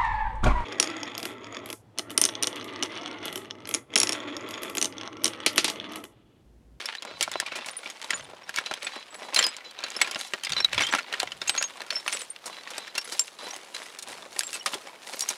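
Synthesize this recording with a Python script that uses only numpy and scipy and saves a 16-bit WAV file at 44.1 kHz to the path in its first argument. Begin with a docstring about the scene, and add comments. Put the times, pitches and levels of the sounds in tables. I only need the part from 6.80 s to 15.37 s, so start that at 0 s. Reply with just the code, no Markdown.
"""Open steep slope of loose shale: hikers cross it close to a hand-held camera.
Farther boots are a wash of coloured noise, near boots a crunch of countless short ticks and hiss.
Slabs clack as rough noise bursts plus damped modes, chips ring as single sines until they land.
A lens motor buzzes in short bursts of overtones; light wind on the microphone is lumpy low noise."""
import sys
import numpy as np
from scipy import signal
from scipy.fft import rfft, irfft, next_fast_len
from scipy.io import wavfile
from scipy.ndimage import uniform_filter1d

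SR = 44100
rng = np.random.default_rng(int(sys.argv[2]) if len(sys.argv) > 2 else 0)


def dump_mix(stems):
    """Bounce the given channels to the path in sys.argv[1] as a 16-bit WAV at rate SR."""
    frames = np.atleast_2d(stems).T  # one column per channel
    limited = np.clip(frames, -1, 1)  # hard clip at full scale
    pcm = np.round(limited * 32767).astype(np.int16)
    wavfile.write(sys.argv[1], SR, pcm)


N = 377937

# colour of stone on stone: freq_hz, level_db_per_hz
STONE_COLOUR = [(71, -40), (120, -18.5), (214, -6.5), (637, -1.5), (1860, -1), (4070, -2), (10100, -13),
                (14600, -34.5), (15500, -31), (16500, -63)]


def gain_of(db):
    """Decibels to gain."""
    return 10 ** (np.asarray(db) / 20)


def unit_rms(x):
    """Scales to rms 1 along the last axis."""
    return x / np.sqrt(np.mean(x ** 2, axis=-1, keepdims=True) + 1e-20)


def slow_noise(shape, width):
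    """Noise smoothed twice over width samples, rms 1."""
    once = uniform_filter1d(rng.standard_normal(shape), width)
    return unit_rms(uniform_filter1d(once, width))


def read_spectrum(points, hz):
    """Interpolates dB values on a log-frequency axis."""
    f, value = np.transpose(points)
    return np.interp(np.log(hz + 1), np.log(f + 1), value)


def curve(rows, column):
    """One table column against time, sample by sample."""
    rows = np.array(rows)
    return np.interp(np.arange(N) / SR, rows[:, 0], rows[:, column])


def add(mix, start_s, sound):
    """Mixes a sound in at a time."""
    part = mix[round(start_s * SR):][:len(sound)]
    part += sound[:len(part)]


def coloured(x, points):
    """Filters x by a spectrum in dB."""
    length = x.shape[-1]
    size = next_fast_len(length)
    gain = gain_of(read_spectrum(points, np.fft.rfftfreq(size, 1 / SR)))
    return irfft(rfft(x, size) * gain, size)[..., :length]


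def bands(x):
    """Splits x into body, low and high bands that sum to x."""
    # crossovers: low_to_body_hz, body_to_high_hz
    edges_hz = (1200, 5000)
    length = x.shape[-1]
    size = next_fast_len(length)
    hz, spectrum = np.fft.rfftfreq(size, 1 / SR), rfft(x, size)
    low, below_high = (1 / (1 + (hz / edge) ** 4) for edge in edges_hz)
    shares = (below_high - low, low, 1 - below_high)
    return [irfft(spectrum * share, size)[..., :length] for share in shares]


def far_boots():
    """Distant steps blur into a smooth wash: coloured noise of slowly changing level and treble."""
    # wash spectrum: freq_hz, level_db_per_hz
    wash_colour = [(59, -48), (100, -19), (210, -1.5), (634, 3.5), (4110, -9.5), (9610, -23), (14400, -21),
                   (16000, -40)]
    # wash level: time_s, level_db, treble_re_level_db
    wash_level = [(0, -60, -6), (1.0, -62.5, -3), (2.3, -57.5, -3.5), (3.55, -56.5, 3.5), (5.0, -55, 0),
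                  (5.6, -57.5, 2), (7.1, -56, -7), (8.57, -56.5, 6)]
    body, low, high = bands(unit_rms(coloured(rng.standard_normal(N), wash_colour)))
    treble = gain_of(curve(wash_level, 2)) * high
    return gain_of(curve(wash_level, 1)) * (body + low + treble)


def wind(lumpy_db=0.5):
    """Low, lumpy air pressure at the microphone."""
    # wind level: time_s, level_db
    wind_level = [(0.0, -73), (0.19, -87), (0.36, -61), (1.22, -82), (1.41, -56.5), (1.6, -75), (3.65, -81),
                  (3.72, -46.5), (3.87, -63.5), (3.96, -43), (4.3, -86), (4.49, -58), (5.01, -77),
                  (7.21, -81), (7.25, -67.5), (8.57, -89)]
    # wind spectrum: freq_hz, level_db_per_hz
    buffet_colour = [(12, -40), (20, -39), (59, -16.5), (112, -12), (200, -15.5), (260, -49), (440, -120)]
    lumps = gain_of(lumpy_db * slow_noise(N, 2000))
    buffet = unit_rms(coloured(rng.standard_normal(N), buffet_colour) * lumps)
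    return buffet * gain_of(curve(wind_level, 1))


def lens_motor(step_hz=333.7, waver_db=4.0, fade_db=6.0):
    """Overtones 7 to 22 of a stepping motor through the camera body, each wavering."""
    # motor bursts: start_s, level_db, length_s
    bursts = [(.265, -46, .125), (.53, -44, .12), (1.86, -46, .12), (2.12, -45, .125), (2.43, -51, .1),
              (2.72, -50, .08), (2.84, -46, .08), (3.04, -50, .09), (3.135, -47, .11), (3.41, -48, .1),
              (5.7, -48, .12), (5.99, -47, .13), (6.3, -50, .11), (6.582, -45, .14)]
    # what the camera body passes on: freq_hz, level_db
    housing = [(2300, -22), (2670, -11), (3000, -10), (3340, -6), (3670, -10), (4005, 0), (4340, -16),
               (5005, -12), (5400, -18), (7400, -24)]
    out = np.zeros(N)
    hz = step_hz * np.arange(7, 23)[:, None]
    for start_s, db, length_s in bursts:
        t = np.arange(0, length_s, 1 / SR)
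        phase = rng.random((len(hz), 1))
        waver = waver_db * slow_noise((len(hz), len(t)), 500)
        overtones = np.sin(2 * np.pi * (hz * t + phase))
        buzz = (gain_of(read_spectrum(housing, hz) + waver) * overtones).sum(0)
        fade = gain_of(db - fade_db * t / length_s)
        add(out, start_s, fade * buzz * signal.windows.tukey(len(t), .15))
    return out


def rings(rise_s=.0008, damped_s=.003):
    """A chip or slab sings one bending mode in flight and is damped at once when it lands."""
    # free rings: start_s, pitch_hz, level_db, t60_s, flight_s; the 4010 Hz row at 3.0385 s is a plain tone that
    # sounds with the motor burst there, not a chip
    ring_rows = [(0.0573, 5480, -18.5, 0.024, 0.016), (0.183, 4002, -28, 0.048, 0.0088),
                 (0.817, 2650, -36, 0.076, 0.022), (0.91, 9360, -33, 0.05, 0.05),
                 (0.9674, 9400, -24.5, 0.069, 0.035), (0.969, 14987, -54, 0.12, 0.03),
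                 (1.1, 6640, -36, 0.063, 0.04), (1.3413, 6955, -25.5, 0.12, 0.023),
                 (1.352, 9120, -33, 0.077, 0.032), (1.395, 6300, -34, 0.028, 0.015),
                 (1.44, 9100, -42, 0.052, 0.018), (1.638, 5530, -40, 0.037, 0.013),
                 (2.046, 7930, -27, 0.052, 0.02), (2.305, 7821, -45.5, 0.16, 0.05),
                 (2.345, 10295, -46.5, 0.15, 0.025), (2.3587, 7819, -37, 0.042, 0.027),
                 (2.563, 10100, -25, 0.06, 0.015), (2.5624, 4110, -14.5, 0.088, 0.028),
                 (2.585, 7300, -15, 0.024, 0.006), (2.591, 7390, -10.5, 0.038, 0.015),
                 (2.6265, 5338, -18, 0.052, 0.021), (2.6424, 5006, -15.5, 0.11, 0.028),
                 (2.667, 5000, -23.5, 0.11, 0.055), (2.6876, 7950, -26, 0.033, 0.02),
                 (3.0385, 4010, -31, 0.092, 0.042), (3.164, 5300, -20.5, 0.041, 0.013),
                 (3.1653, 10134, -35, 0.062, 0.04), (3.217, 7819, -16.5, 0.056, 0.028),
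                 (3.39, 6570, -32, 0.057, 0.015), (3.415, 6600, -44, 0.11, 0.036),
                 (3.7654, 4010, -20, 0.19, 0.029), (3.8025, 5445, -17, 0.055, 0.038),
                 (3.825, 4032, -27, 0.08, 0.02), (3.8457, 3880, -0.5, 0.026, 0.048),
                 (4.0222, 5827, -18, 0.031, 0.019), (4.0348, 3140, -25.5, 0.2, 0.061),
                 (4.036, 6960, -30, 0.08, 0.026), (4.066, 3200, -24, 0.088, 0.035),
                 (4.11, 5870, -36, 0.2, 0.05), (4.11, 7673, -35, 0.1, 0.03),
                 (4.396, 8100, -29, 0.055, 0.021), (4.431, 732, -21.5, 0.038, 0.03),
                 (4.68, 6550, -20, 0.048, 0.015), (4.68, 7560, -25, 0.06, 0.015),
                 (4.6964, 8223, -29, 0.17, 0.047), (4.7807, 6500, -16.5, 0.076, 0.055),
                 (4.7806, 6866, -29.6, 0.286, 0.071), (4.8402, 6514, -21, 0.095, 0.038),
                 (5.109, 5359, -38, 0.422, 0.16), (5.1561, 5370, -18.5, 0.11, 0.048),
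                 (5.19, 5364, -43, 0.11, 0.06), (5.279, 9570, -27, 0.041, 0.03),
                 (5.3314, 8917, -23.5, 0.059, 0.041), (5.3431, 7763, -24, 0.064, 0.059),
                 (5.391, 8917, -36.5, 0.19, 0.056), (5.41, 7763, -34, 0.12, 0.033),
                 (5.502, 8928, -24.5, 0.053, 0.042), (5.9818, 8300, -32, 0.04, 0.026),
                 (6.1766, 5472, -28.5, 0.18, 0.05), (6.2456, 10920, -35.5, 0.051, 0.018),
                 (6.393, 7400, -14, 0.1, 0.037), (6.3938, 9318, -36, 0.16, 0.024),
                 (6.394, 5530, -12, 0.024, 0.021), (6.708, 5800, -24.5, 0.027, 0.015),
                 (6.7328, 6368, -36, 0.084, 0.039), (7.591, 10720, -15, 0.015, 0.039),
                 (7.634, 7464, -36, 0.22, 0.036), (7.667, 7464, -23.5, 0.039, 0.029),
                 (7.7422, 8060, -27, 0.047, 0.021), (7.7959, 5585, -33, 0.061, 0.016),
                 (7.8094, 2958, -32.5, 0.07, 0.031), (7.952, 395, -31.5, 0.053, 0.03),
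                 (8.3566, 12067, -41.5, 0.039, 0.023), (8.4219, 5700, -20, 0.056, 0.026),
                 (8.4889, 6500, -15, 0.024, 0.034), (8.4893, 5700, -29, 0.138, 0.021)]
    out = np.zeros(N)
    for start_s, hz, db, t60_s, flight_s in ring_rows:
        t = np.arange(0, flight_s + .02, 1 / SR)
        landing = np.exp(-np.maximum(t - flight_s, 0) / damped_s)
        shape = (1 - np.exp(-t / rise_s)) * landing
        tone = np.sin(2 * np.pi * (hz * t + rng.random()))
        add(out, start_s, gain_of(db - 60 * t / t60_s) * shape * tone)
    return out


def slope(x, t60_s=0.048):
    """Short scatter from the stony ground: sparse taps that die fast."""
    t = np.arange(4000) / SR
    taps = rng.choice([-1., 1.], len(t)) * (rng.random(len(t)) < .05)
    taps *= gain_of(-60 * t / t60_s) * (t > .002)
    return signal.oaconvolve(x, taps / np.linalg.norm(taps))[:N]


def clacks(thud_slower=1.63, snap_faster=0.48, spread=0.08, lead_db=-20, lead_s=0.00055,
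           rough_db=2.5, push_db=8.5):
    """Each knock is a rough burst plus the slab's damped modes; bass lingers, treble dies first."""
    # slab knocks: time_s, level_db, pitch_hz, thud_re_level_db, snap_re_level_db, t60_s
    knock_rows = [(0.0573, -28, 4610, -33, 9.5, 0.022), (0.151, -26.7, 1890, -32, -10, 0.023),
                  (0.2223, -34, 3300, -12, -5, 0.05), (0.25, -38.5, 1300, 0, 2.5, 0.027),
                  (0.312, -41, 1180, 1.5, -17, 0.025), (0.4091, -25.5, 3120, -8, 5, 0.037),
                  (0.4262, -23, 3490, -38, 9, 0.044), (0.433, -28, 2360, -34, -2, 0.073),
                  (0.4778, -31.5, 1530, 6.3, -21, 0.012), (0.515, -32.5, 1950, -8.5, 5, 0.049),
                  (0.5562, -21, 1180, -2.5, -38, 0.011), (0.6002, -21.5, 1770, -19, 2, 0.025),
                  (0.627, -33.5, 1220, 1.5, -14, 0.0094), (0.662, -32, 2276, -22, -10, 0.1),
                  (0.7187, -34.5, 2470, -14, -21, 0.075), (0.7548, -37, 2330, -5.5, 1, 0.21),
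                  (0.7884, -26, 1690, -10, -17.5, 0.012), (0.8598, -38.5, 2460, -8, 3.5, 0.09),
                  (1.0349, -40.5, 2220, -14, -21, 0.057), (1.0586, -35.5, 2180, -9, -29, 0.083),
                  (1.1004, -38.5, 2180, -10, 5, 0.044), (1.2157, -34.5, 2100, -25, 2, 0.02),
                  (1.227, -29.5, 4200, -30, -1, 0.012), (1.243, -37.5, 4230, -12, 1.5, 0.052),
                  (1.3051, -19.5, 2120, -23, -5.5, 0.041), (1.3324, -25.5, 1680, -15, -27, 0.039),
                  (1.381, -42, 3100, -20, 1, 0.03), (1.4994, -39, 1230, 1, -24, 0.018),
                  (1.534, -48, 1210, 9, -13.8, 0.02), (1.6925, -29.5, 1530, -14.5, -2.5, 0.037),
                  (1.742, -29, 2070, -29, -8, 0.022), (1.7609, -22.5, 4760, -30, 2.5, 0.022),
                  (1.7716, -29.5, 2220, -15.5, -11, 0.12), (1.786, -10, 1540, -28, -11, 0.012),
                  (1.8601, -28.5, 4040, -18, -11, 0.047), (1.9119, -23.5, 1580, -6.5, -10.8, 0.028),
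                  (1.9384, -20.5, 3530, -27, -0.5, 0.016), (2.0284, -35.5, 4180, -4.5, 4.5, 0.036),
                  (2.046, -35, 2100, -14, 1, 0.034), (2.0674, -26.5, 2316, -18, -18, 0.07),
                  (2.16, -37.5, 1940, 2, -7, 0.044), (2.344, -33, 2180, -14, -3, 0.025),
                  (2.532, -37, 2500, 2, -18, 0.024), (2.545, -22, 5020, -20, 12, 0.024),
                  (2.5613, -15, 4170, -22, -2, 0.032), (2.5704, -26.5, 2680, -10, -3, 0.072),
                  (2.5896, -13.5, 3250, -18, -4, 0.04), (2.6264, -20, 4050, -36, -8.5, 0.049),
                  (2.6393, -20.5, 3170, -16, -3, 0.046), (2.6657, -21, 4700, -13, 10, 0.02),
                  (2.765, -40.5, 4170, -18, 6.5, 0.038), (2.91, -47, 4800, -23, 9, 0.031),
                  (2.9888, -31.5, 4080, -12, -22, 0.036), (3.004, -37, 2500, -6, -2, 0.022),
                  (3.0378, -21.5, 4170, -17.5, -10, 0.034), (3.0639, -32, 1500, -26, -11, 0.044),
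                  (3.083, -34.5, 2370, -14, -6, 0.036), (3.103, -43.5, 4500, -20, 13, 0.025),
                  (3.1177, -34, 2630, -26, -4.5, 0.022), (3.1654, -35.5, 4940, 3, 6.2, 0.026),
                  (3.2144, -10.5, 2104, -19.5, -4.5, 0.043), (3.244, -29.5, 2530, -19, -20, 0.088),
                  (3.2737, -31.5, 1750, -12, -8, 0.076), (3.3115, -30, 3150, -12, 5, 0.042),
                  (3.3467, -19, 5070, -29, -15, 0.012), (3.3579, -23.5, 2730, -6.5, -11, 0.032),
                  (3.412, -25, 3600, -37, 5, 0.0098), (3.5356, -24.5, 1800, -7.5, -9, 0.042),
                  (3.635, -30, 3400, -28, 0, 0.047), (3.648, -26, 4830, -31.5, -2, 0.053),
                  (3.669, -21, 2120, -18.5, -25, 0.028), (3.6944, -28, 3460, -18, -3, 0.025),
                  (3.7017, -29, 2030, -30, -8, 0.044), (3.7206, -26.5, 3870, -34, -3.5, 0.052),
                  (3.7325, -19, 4330, -25, -21, 0.017), (3.765, -21, 3920, -15.5, -30, 0.033),
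                  (3.778, -30, 3780, -19, -16, 0.14), (3.803, -21.5, 2580, -13.5, -14, 0.034),
                  (3.8455, -10, 3820, -22, -12, 0.017), (3.9299, -24.5, 2630, -12.5, -7.5, 0.047),
                  (3.9447, -26.5, 2200, -23, -3, 0.032), (3.9785, -15.5, 3350, -14.5, -22, 0.038),
                  (4.0058, -19.5, 2740, -9.5, -5.5, 0.046), (4.0197, -25, 2280, -30, -10, 0.069),
                  (4.0353, -24.5, 3200, -29, -19, 0.035), (4.0677, -22.5, 3200, -35, -1, 0.021),
                  (4.087, -32, 3170, -12, -13, 0.12), (4.126, -19, 1570, -13, -2, 0.014),
                  (4.137, -13.5, 1750, -7.5, -23, 0.019), (4.149, -15.5, 1340, -12.5, -4, 0.024),
                  (4.1845, -24, 1425, -18, -10, 0.048), (4.3263, -23.5, 3000, -20, -6, 0.022),
                  (4.338, -22, 2010, -17, -15, 0.042), (4.4003, -20.5, 4530, -37, -3.5, 0.03),
                  (4.43, -29, 3280, -0.5, 0.5, 0.027), (4.4738, -29.5, 2210, -15, -26, 0.035),
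                  (4.5192, -29, 2950, -17.5, -11, 0.038), (4.6162, -27.5, 3410, -12, -13, 0.055),
                  (4.6748, -33, 2570, -20.5, 3, 0.096), (4.6942, -12.5, 2370, -20.5, -2, 0.03),
                  (4.7508, -26, 3440, -3, -3, 0.019), (4.763, -30, 3060, -14, -2, 0.033),
                  (4.777, -20, 4290, -24.5, -15, 0.034), (4.8116, -25.5, 1640, -10.5, -18, 0.025),
                  (4.8254, -17, 2380, -27, 3.5, 0.02), (4.84, -25, 3980, -16, -19, 0.025),
                  (5.0049, -34, 4130, -4, -10.5, 0.032), (5.0174, -26, 1720, -19, -3, 0.021),
                  (5.064, -43.5, 1470, -10, 2, 0.04), (5.1047, -20, 4200, -42, -9.5, 0.034),
                  (5.262, -27.5, 1300, -10.5, -16, 0.029), (5.2787, -13.5, 2750, -23, -9.5, 0.021),
                  (5.326, -28.5, 2200, -12.5, 3.5, 0.056), (5.417, -36.5, 3130, -24, 10, 0.021),
                  (5.562, -30.5, 2750, -32, -8, 0.015), (5.657, -50.5, 1243, 6.5, 16, 0.21),
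                  (5.874, -31, 1770, -22, -26, 0.028), (5.9034, -37.5, 1230, -8, 3, 0.095),
                  (5.9801, -28.5, 2520, -8.5, 4, 0.028), (6.0782, -28.5, 1850, -33, -10, 0.017),
                  (6.152, -27.5, 4400, -17, -6, 0.063), (6.179, -20.5, 2800, -21, 2, 0.044),
                  (6.2132, -33.5, 5280, -37, -3, 0.036), (6.321, -36, 4650, -11.5, 5, 0.14),
                  (6.394, -23.5, 4570, -33, 14, 0.013), (6.48, -29, 2690, -27, -7.5, 0.011),
                  (6.7073, -39, 4930, -24, -2, 0.031), (6.763, -41.5, 4430, 2, 15.5, 0.022),
                  (6.946, -34.5, 4010, -24, -1, 0.066), (6.9645, -29, 3800, -35.5, -5.5, 0.019),
                  (7.1875, -38, 4200, -16, 6.5, 0.067), (7.2245, -45.5, 3580, -25.5, 12, 0.089),
                  (7.5622, -37, 1750, -1.5, -8, 0.041), (7.592, -22, 4760, -14, 17.5, 0.0082),
                  (7.6071, -22, 1700, -33, 1, 0.019), (7.6342, -21, 2650, -33, 1, 0.0092),
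                  (7.704, -40, 4270, -12, 5, 0.032), (7.73, -33, 2600, -29, 5, 0.032),
                  (7.7383, -38, 2590, -15.5, 4.5, 0.18), (7.8598, -23, 1190, -13, -2.5, 0.091),
                  (7.934, -25.5, 3170, -7, -17, 0.022), (7.9404, -34, 3130, -5, 2.5, 0.085),
                  (8.3678, -45.5, 4010, -10, 9, 0.038), (8.394, -33, 5050, -20, 24, 0.0071),
                  (8.407, -39.5, 2820, -25, 24, 0.035), (8.4201, -46, 5000, -21, 15, 0.12),
                  (8.488, -31.5, 2360, -14, 14.5, 0.037), (8.502, -37, 2470, -3, 10, 0.089)]
    # slab modes: multiple_of_pitch, level_db
    slab_modes = [(0.601, -15), (0.998, 4), (1.501, -3.5), (2.2, -51.5)]
    out, ahead_s = np.zeros(N), 512 / SR
    t = np.arange(4096) / SR - ahead_s
    after = np.maximum(t, 0)
    # edges scrape for an instant before the blow lands
    onset = gain_of(lead_db) * np.exp(np.minimum(t, 0) / lead_s) + 1 - np.exp(-after / .0007)
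    # the slab's whole mass is shoved once: a swing that slows as it dies
    swing = np.sin(2 * np.pi * (after / .0007) ** .7)
    push = gain_of(push_db) * swing * np.exp(-after / .0013)

    shape = (len(knock_rows), len(t))
    noise = [unit_rms(b) for b in bands(coloured(rng.standard_normal(shape), STONE_COLOUR))]
    rough = unit_rms(uniform_filter1d(rng.standard_normal(shape), 60))
    rattles = gain_of(rough_db * rough)
    chance = rng.random((len(knock_rows), 2, len(slab_modes), 1))
    multiple, mode_db = np.transpose(slab_modes)[:, :, None]
    for row, body, low, high, rattle, (tune, phase) in zip(knock_rows, *noise, rattles, chance):
        time_s, db, hz, thud_db, snap_db, t60_s = row
        mode_hz = hz * multiple * (1 + spread * (2 * tune - 1))
        modes = np.sin(2 * np.pi * (mode_hz * t + phase))
        modes *= gain_of(mode_db - 75 * (.5 + multiple) * after / t60_s)  # higher modes die sooner
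        knock = modes.sum(0) + body * gain_of(-3 - 60 * after / t60_s)
        knock += high * gain_of(snap_db - 60 * after / (t60_s * snap_faster))
        thud = push + low * gain_of(-60 * after / (t60_s * thud_slower))
        knock = knock * rattle + gain_of(thud_db) * thud
        add(out, time_s - ahead_s, gain_of(db) * knock * onset)
    return out


def grinding(curl=1.02):
    """Each grind swells and fades at its own pace; gains of crunch, low grind and fine grit."""
    # boot grinds: peak_s, level_db, swell_s_per_10_db, fade_s_per_10_db (signs of both unused),
    # low_grind_re_level_db, fine_grit_re_level_db
    grinds = [(0.0, -35.5, .05, 0.1, -11.5, -13), (.13, -43.5, -0.5, 0.08, -11.5, -24),
              (.3, -46.5, 0.05, 0.1, 0.5, -20.5), (0.425, -40.5, .03, .04, -8.5, -2),
              (.53, -43.5, 0.08, 0.25, -9, -14.5), (.79, -39.5, .15, .08, -6.5, -24),
              (0.889, -42, -0.02, 0.02, -0.5, -0.5), (1.041, -45, -0.15, 0.25, -3.5, -8.5),
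              (1.329, -42, .1, 0.1, -4, -10.5), (1.5, -56.5, 0.2, 0.26, 5, -9),
              (1.774, -44, 0.09, 0.13, -14.5, -12), (1.93, -42, 0.16, 0.03, -3, -13),
              (2.057, -43.5, 0.1, .2, -8, -10.5), (2.44, -47, .1, 0.15, 4, -5.5),
              (2.582, -27, 0.0266, 0.0864, -11, -16), (2.85, -48.5, 0.07, .1, -4.5, -15),
              (3.059, -45.5, 0.16, 0.1, -9, -20), (3.233, -36, 0.12, 0.1, -7.5, -15),
              (3.39, -42, -0.02, -0.1, -6, 1.5), (3.654, -47, -0.3, .2, -14, -22),
              (3.791, -37, 0.09, 0.1, -10, -14.5), (4.006, -26.5, 0.0369, 0.0673, -10, -14),
              (4.163, -32.5, 0.05, 0.05, -9, -17), (4.29, -43, 0.02, 0.16, -3, -15),
              (4.416, -41, 0.07, 0.05, -7, -12), (4.697, -39, 0.06, 0.12, -8, -11),
              (4.831, -46.5, 0.27, 0.12, -16, -4.5), (4.98, -52, .1, 0.5, -1.5, -8),
              (5.13, -40, 0.01, 0.1, -6.5, -8), (5.332, -37, 0.05, 0.0943, -8.5, -3),
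              (5.672, -46.5, 0.05, 0.23, -1.5, -6), (5.988, -42, 0.2, 0.14, -6.5, -12.5),
              (6.178, -51.5, .03, .15, -8, -5), (6.34, -45, 0.08, 0.12, -2, 1.5),
              (6.657, -44, 0.07, 0.19, -0.5, -4), (6.972, -45, 0.08, 0.24, -4.5, -3.5),
              (7.288, -41.5, 0.02, .06, 1, -1.5), (7.37, -48.5, 0, 0.15, 2, -5),
              (7.588, -46, -0.07, 0.2, -5, -0.5), (7.754, -38, 0, -0.04, -7.5, -5),
              (7.88, -46, .02, 0.13, -2.5, 2.5), (8.088, -51, 0.2, 0.35, 0.5, -9),
              (8.28, -49, -0.04, 0.3, 2, 5), (8.413, -42.5, -0.06, 0.5, -11, -7)]
    t = np.arange(0, N + 64, 64) / SR
    peak_s, db, swell, fade, low_db, grit_db = np.transpose(grinds)[:, :, None]
    distance = np.maximum((peak_s - t) / abs(swell), (t - peak_s) / abs(fade))
    each = gain_of(db - 10 * distance ** curl)  # curl above 1 rounds the peak, cuts the ends sooner
    gains = []
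    for re_db in (0, low_db, grit_db):
        power_sum = np.linalg.norm(each * gain_of(re_db), axis=0)
        gains.append(np.interp(np.arange(N) / SR, t, power_sum))
    return gains


def scree(per_s=900, size_db=5.5, hiss_db=-4, sparkle=0.68, clump_db=2.5, chime_db=-10,
          chime_s=0.0059, rumble=0.58):
    """Countless pebbles tick in clumps, each a short rough burst, over the hiss of sand and dust."""
    count, tick_s = 30, .001
    size = gain_of(size_db * np.minimum(rng.exponential(1, N), 3.2)) * (rng.random(N) < per_s / SR)
    pebble, t, ticks = rng.integers(0, count, N), np.arange(1500) / SR, np.zeros(N)
    for k, hz in enumerate(np.geomspace(500, 14000, count)):
        colour = signal.butter(1, [hz / 2, min(hz * 3, SR / 2.2)], "bandpass", fs=SR)
        burst = unit_rms(signal.lfilter(*colour, rng.standard_normal(len(t))))
        tick = burst * np.exp(-t / (tick_s * rng.uniform(0.28, 1.5)))
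        # each pebble rings faintly
        tick += gain_of(chime_db) * np.exp(-t / chime_s) * np.sin(2 * np.pi * hz * t)
        ticks += signal.oaconvolve(size * (pebble == k), tick / np.linalg.norm(tick))[:N]

    clumps_db = clump_db * slow_noise(N, 500)
    hiss = rng.standard_normal(N) * gain_of(hiss_db + clumps_db / 3)
    grit = unit_rms(ticks) * gain_of(clumps_db) + hiss
    crunch, grind, fine = (unit_rms(band) for band in bands(coloured(grit, STONE_COLOUR)))
    # buried stones grind smoothly
    buried = unit_rms(bands(coloured(rng.standard_normal(N), STONE_COLOUR))[1])
    grind = unit_rms(grind + rumble * buried)
    # the finest grit is brighter than the slabs
    fine = unit_rms(fine - sparkle * np.diff(fine, 2, prepend=[0, 0]))
    return sum(gain * band for gain, band in zip(grinding(), (crunch, grind, fine)))


def facing(x, top_hz=11000, turn_s=(5.1, 5.8), lift_db=3):
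    """The camera turns down to the ground and the top treble of the stones comes up."""
    top = signal.sosfiltfilt(signal.butter(2, top_hz, "highpass", fs=SR, output="sos"), x)
    lift = gain_of(np.interp(np.arange(N) / SR, turn_s, (0, lift_db)))
    return x + top * (lift - 1)


def scene():
    """All sources at one microphone."""
    knocks = clacks()
    stones = knocks + gain_of(-10.5) * slope(knocks) + rings() + scree()
    stones = facing(stones) + far_boots()
    # the stones' sound is cut below 110 Hz
    stones = signal.sosfilt(signal.butter(2, 110, "highpass", fs=SR, output="sos"), stones)
    return (stones + lens_motor() + wind())[None]


def record(dry, hiss_db=-81, ceiling=.75, bass_cut_hz=30, top_hz=16600):
    """Microphone: faint hiss, input rounding the hardest blows, deepest bass cut, then band limit."""
    hissing = dry + gain_of(hiss_db) * rng.standard_normal(N)
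    rounded = ceiling * np.tanh(hissing / ceiling)
    rounded = signal.sosfilt(signal.butter(1, bass_cut_hz, "highpass", fs=SR, output="sos"), rounded)
    band_limit = signal.firwin(511, top_hz, window=("kaiser", 9), fs=SR)
    return signal.oaconvolve(rounded, band_limit[None], "same")


dry = scene()
out = record(dry)
dump_mix(out)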